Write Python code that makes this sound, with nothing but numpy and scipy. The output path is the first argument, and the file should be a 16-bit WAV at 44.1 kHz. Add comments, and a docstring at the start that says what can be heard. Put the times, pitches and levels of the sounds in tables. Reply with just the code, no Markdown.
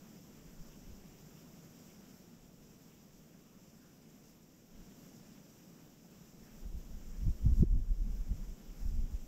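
"""Wind on a garden patio.

Small puffs of wind rock the microphone with their eddies; late on, a gust buffets it
and thumps on its port, and a gain control ducks the loudest moments. Behind it are a far
low rumble, leaves, a soft hiss of air, an insect's faint wing trill and far chirps."""
import sys
import numpy as np
from scipy import signal
from scipy.fft import rfft, irfft
from scipy.io import wavfile
from scipy.ndimage import uniform_filter1d, minimum_filter1d

SR = 44100
rng = np.random.default_rng(int(sys.argv[2]) if len(sys.argv) > 2 else 0)


def persist_wave(psi):
    """Save psi, clipped to +-1, as 16-bit WAV."""
    counts = np.round(np.clip(psi, -1, 1) * 32767).astype(np.int16)
    wavfile.write(sys.argv[1], SR, np.atleast_2d(counts).T)


N = 408807
TIME = np.arange(N) / SR
FREQ_HZ = np.fft.rfftfreq(N, 1 / SR)


def gain_of(db):
    """Decibels to amplitude."""
    return 10 ** (np.asarray(db) / 20)


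def unit_rms(x):
    """Scales to rms 1."""
    return x / np.sqrt(np.mean(x ** 2) + 1e-20)


def bump(peak_s, half_s, shape):
    """A swell peaking at 1; shape 1 is pointed, 2 round."""
    return np.exp(-np.minimum(abs((TIME - peak_s) / half_s), 30) ** shape)


def noise(spectrum):
    """Steady unit-rms noise, its spectrum interpolated over log frequency."""
    hz, db = np.transpose(spectrum)
    colour_db = np.interp(np.log(FREQ_HZ + 1), np.log(hz + 1), db)
    return unit_rms(irfft(rfft(rng.standard_normal(N)) * gain_of(colour_db), N))


def airy_noise(spectrum, patchy_db, flicker_db):
    """Noise whose colour drifts in patches and whose level flickers."""
    frames = signal.stft(noise(spectrum), nperseg=512, noverlap=384)[2]
    patches = uniform_filter1d(rng.standard_normal(frames.shape), size=16, axis=0)
    patches = unit_rms(uniform_filter1d(patches, size=24, axis=1))
    flicker = unit_rms(uniform_filter1d(rng.standard_normal(frames.shape[1]), size=10))
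    frames *= gain_of(patchy_db * patches + flicker_db * flicker)
    return unit_rms(signal.istft(frames, nperseg=512, noverlap=384)[1][:N])


# Puffs at the microphone. Each row: peak time in seconds, level in dB, half length in seconds.
WIND_PUFFS = [(.03, -67.5, 0.055), (.5, -57, 0.1), (0.607, -43, 0.015), (.69, -56, 0.053),
              (.9, -46.5, 0.057), (1.0, -64, 0.44), (2.45, -60, .05), (2.61, -60, .04), (3.176, -62, 0.037),
              (4.78, -52, 0.05), (6.41, -55, .03), (6.572, -52, 0.047), (6.666, -38, 0.034),
              (6.76, -38, 0.038), (6.95, -41, 0.08), (7.108, -42, 0.07), (7.231, -32, 0.038),
              (7.287, -24, 0.026), (7.351, -44, 0.041), (7.472, -23.5, 0.036), (7.522, -24, 0.024),
              (7.605, -22.5, 0.0385), (7.745, -20.5, .07), (7.912, -24.5, .024), (8.009, -29.5, 0.033),
              (8.087, -30, 0.062), (8.213, -35, 0.028), (8.313, -29, .035), (8.412, -36, 0.033),
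              (8.508, -39, 0.033), (8.701, -46, 0.057), (8.868, -30.5, 0.044), (8.991, -30, 0.072),
              (9.142, -37.5, 0.038), (9.205, -42.5, 0.051)]
# Eddy spectra. Each row: frequency in Hz, relative density in dB.
LARGE_EDDY_SPECTRUM = [(8, -14.5), (20, -2), (35, 2), (48, -5.5), (68, -12.5), (95, -21), (145, -31.5),
                       (215, -23), (275, -41), (450, -57.5), (900, -66), (3000, -100)]
SMALL_EDDY_SPECTRUM = [(40, -13), (80, -5), (150, 8.5), (225, -15), (300, -10), (400, -24), (550, -34),
                       (2000, -65)]


def wind(floor_db=-80.5, steadiness=0.6, unit_speed_db=-31, small_db=-21, small_growth=0.47):
    """Large eddies rock the microphone, faster in strong puffs; small ones grow faster than the gust."""
    puff_power = sum((gain_of(db) * bump(s, half_s, 1.34)) ** 2 for s, db, half_s in WIND_PUFFS)
    force = np.sqrt(puff_power + gain_of(floor_db) ** 2)
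    large = noise(LARGE_EDDY_SPECTRUM)
    envelope = np.sqrt(uniform_filter1d(abs(signal.hilbert(large)) ** 2, size=1500))
    large = unit_rms(large / envelope ** steadiness)  # the gust, more than chance, sets their size
    speed = np.maximum((force / gain_of(unit_speed_db)) ** 0.1, 0.8)
    large = np.interp(np.cumsum(speed) % N, np.arange(N), large)
    small = gain_of(small_db) * noise(SMALL_EDDY_SPECTRUM) * (force / force.max()) ** small_growth
    return force * (large + small)


# Wind thumps. Each row: peak time in seconds, peak level in dB, pitch in Hz, half length in seconds.
WIND_THUMPS = [(6.657, -42, 52, 0.012), (6.757, -34, 54.7, 0.013), (7.266, -26.5, 100, 0.0069),
               (7.283, -30, 175, 0.0044), (7.466, -19, 116.4, 0.0049), (7.519, -25.5, 65.6, .014),
               (7.61, -20.5, 90, 0.007), (7.628, -12.5, 162, 0.004), (7.636, -24, 332, 0.0037),
               (9.044, -36.5, 110.2, 0.0035), (9.144, -33.5, 56.13, 0.014)]


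def thumps():
    """An eddy bursts on the port: a pressure dip that swings once or twice."""
    out = np.zeros(N)
    for peak_s, db, hz, half_s in WIND_THUMPS:
        swing = np.cos(2 * np.pi * hz * (TIME - peak_s))
        out -= gain_of(db) * bump(peak_s, half_s, 1.3) * swing
    return out


# Far rumble, leaves and air hiss. Each row: frequency in Hz, relative density in dB.
RUMBLE_SPECTRUM = [(20, -11.5), (60, -12), (100, -11), (125, -8), (155, 0), (220, -1.5), (275, -6.5),
                   (370, -11.5), (500, -15), (750, -22), (1100, -32), (2500, -46)]
LEAF_SPECTRUM = [(300, -18), (600, -0.5), (900, 0), (1350, -0.5), (1900, -3), (2900, -2.5), (3600, -6),
                 (4400, -14), (7000, -26.5)]
HISS_SPECTRUM = [(1500, -25.5), (3500, -15), (4400, -12.5), (5000, -4), (5700, -0.5), (6400, -4.5),
                 (7400, -2.5), (8500, -14.5), (9400, -18.5), (10300, -23), (11200, -13), (12100, -4.5),
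                 (12900, -10.5), (15500, -8)]
# Brief hiss swells. Each row: peak time in seconds, rise in dB, half length in seconds.
HISS_RISES = [(.65, 1.5, 0.064), (4.282, 2, .05), (6.56, 1, 0.032), (7.583, 3, 0.036), (8.843, 2, 0.067)]
# Base level of all three layers. Each row: time in seconds, level in dB.
GARDEN_LEVEL = [(0, -67.5), (1.3, -67.0), (2.15, -67.5), (2.4, -70), (2.85, -69.4), (3.6, -70.5),
                (4.3, -70), (4.66, -72.0), (4.8, -67.5), (5.05, -67), (5.5, -68.6), (5.85, -68.5),
                (6.0, -70.5), (6.15, -68.4), (6.5, -68), (7.4, -67.4), (8.85, -67.5), (9.27, -67)]


def garden(rumble_db=10, leaves_db=-3.5, hiss_db=1.78, leaves_follow=0.95):
    """Far rumble, leaves and high hiss rise and fall together."""
    base_db = np.interp(TIME, *np.transpose(GARDEN_LEVEL))
    lull_db = base_db.max() - base_db
    swells_db = sum(db * bump(s, half_s, 2.7) for s, db, half_s in HISS_RISES)
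    rumble = gain_of(rumble_db) * noise(RUMBLE_SPECTRUM)
    leaf_gain = gain_of(leaves_db + (1 - leaves_follow) * lull_db)
    leaves = leaf_gain * airy_noise(LEAF_SPECTRUM, patchy_db=1.03, flicker_db=0.6)
    hiss = gain_of(hiss_db + swells_db) * airy_noise(HISS_SPECTRUM, patchy_db=0.78, flicker_db=0.7)
    return gain_of(base_db) * (rumble + leaves + hiss)


# Far chirps and rustles. Each row: peak time in seconds, level in dB, pitch in Hz,
# width in Hz, half length in seconds.
FAR_CHIRPS = [(.73, -73, 3000, 380, 0.04), (3.52, -79, 1210, 150, 0.11), (3.63, -75, 7400, 250, .022),
              (3.79, -75, 7700, 220, .022), (3.86, -74.5, 1450, 280, .055), (6.498, -73, 2000, 800, 0.08)]


def chirps():
    """Small sounds blurred by distance into soft, narrow noise bands."""
    out = np.zeros(N)
    for peak_s, db, hz, width_hz, half_s in FAR_CHIRPS:
        passband = np.exp(-0.5 * ((FREQ_HZ - hz) / width_hz) ** 2)
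        band = unit_rms(irfft(rfft(rng.standard_normal(N)) * passband, N))
        out += gain_of(db) * band * bump(peak_s, half_s, 2.2)
    return out


# Trill bouts. Each row: start in seconds, length in seconds, level in dB, pitch in Hz.
TRILL_BOUTS = [(.3, .6, -94, 9030), (1.5, .5, -94, 9020), (3.65, .8, -91, 9030), (4.65, 1.2, -90, 9000),
               (6.45, 1.35, -89, 9020), (8.0, 1.1, -93.5, 8950)]


def insect(strokes_per_s=21.5, sag_hz=70, wander_hz=15, fade_s=0.2):
    """Each wing stroke is a short high note that sags in pitch."""
    stroke = (strokes_per_s * TIME) % 1
    wander = unit_rms(uniform_filter1d(rng.standard_normal(N), size=200))
    bend_hz = sag_hz * (1 - 2 * stroke) + wander_hz * wander
    pulse = np.sin(np.pi * stroke) ** 6
    out = np.zeros(N)
    for start_s, length_s, db, hz in TRILL_BOUTS:
        fade = np.clip(np.minimum(TIME - start_s, start_s + length_s - TIME) / fade_s, 0, 1)
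        tone = np.sin(2 * np.pi * np.cumsum(hz + bend_hz) / SR)
        out += gain_of(db) * fade * unit_rms(pulse * tone)
    return out


def scene():
    """All sources meet at one microphone."""
    return (garden() + wind() + thumps() + insect() + chirps())[None]


def gain_control(dry, sense_hz=150, threshold_db=-28.5, attack_s=0.02, hold_s=0.089, recover_db_per_s=12):
    """Senses the level above sense_hz, turns down fast, holds, recovers slowly."""
    sensed = signal.sosfilt(signal.butter(2, sense_hz, "high", fs=SR, output="sos"), dry[0])
    power_db = 10 * np.log10(abs(uniform_filter1d(sensed ** 2, size=600)) + 1e-12)
    half_hold = int(hold_s * SR / 2)
    held_db = -minimum_filter1d(-power_db, 2 * half_hold + 1, origin=half_hold)
    ramp_db = recover_db_per_s * TIME
    released_db = np.maximum.accumulate(held_db + ramp_db) - ramp_db
    over_db = np.maximum(released_db - threshold_db, 0)
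    pole = np.exp(-1 / (attack_s * SR))
    cut_db = signal.lfilter([1 - pole], [1, -pole], over_db)
    return dry / gain_of(cut_db)


def record(dry):
    """Gain control, then a steep band limit."""
    edge_hz = 15680
    lowpass = signal.firwin(1023, edge_hz, window=("kaiser", 9), fs=SR)
    return signal.oaconvolve(gain_control(dry), lowpass[None], "same")


dry = scene()
out = record(dry)
persist_wave(out)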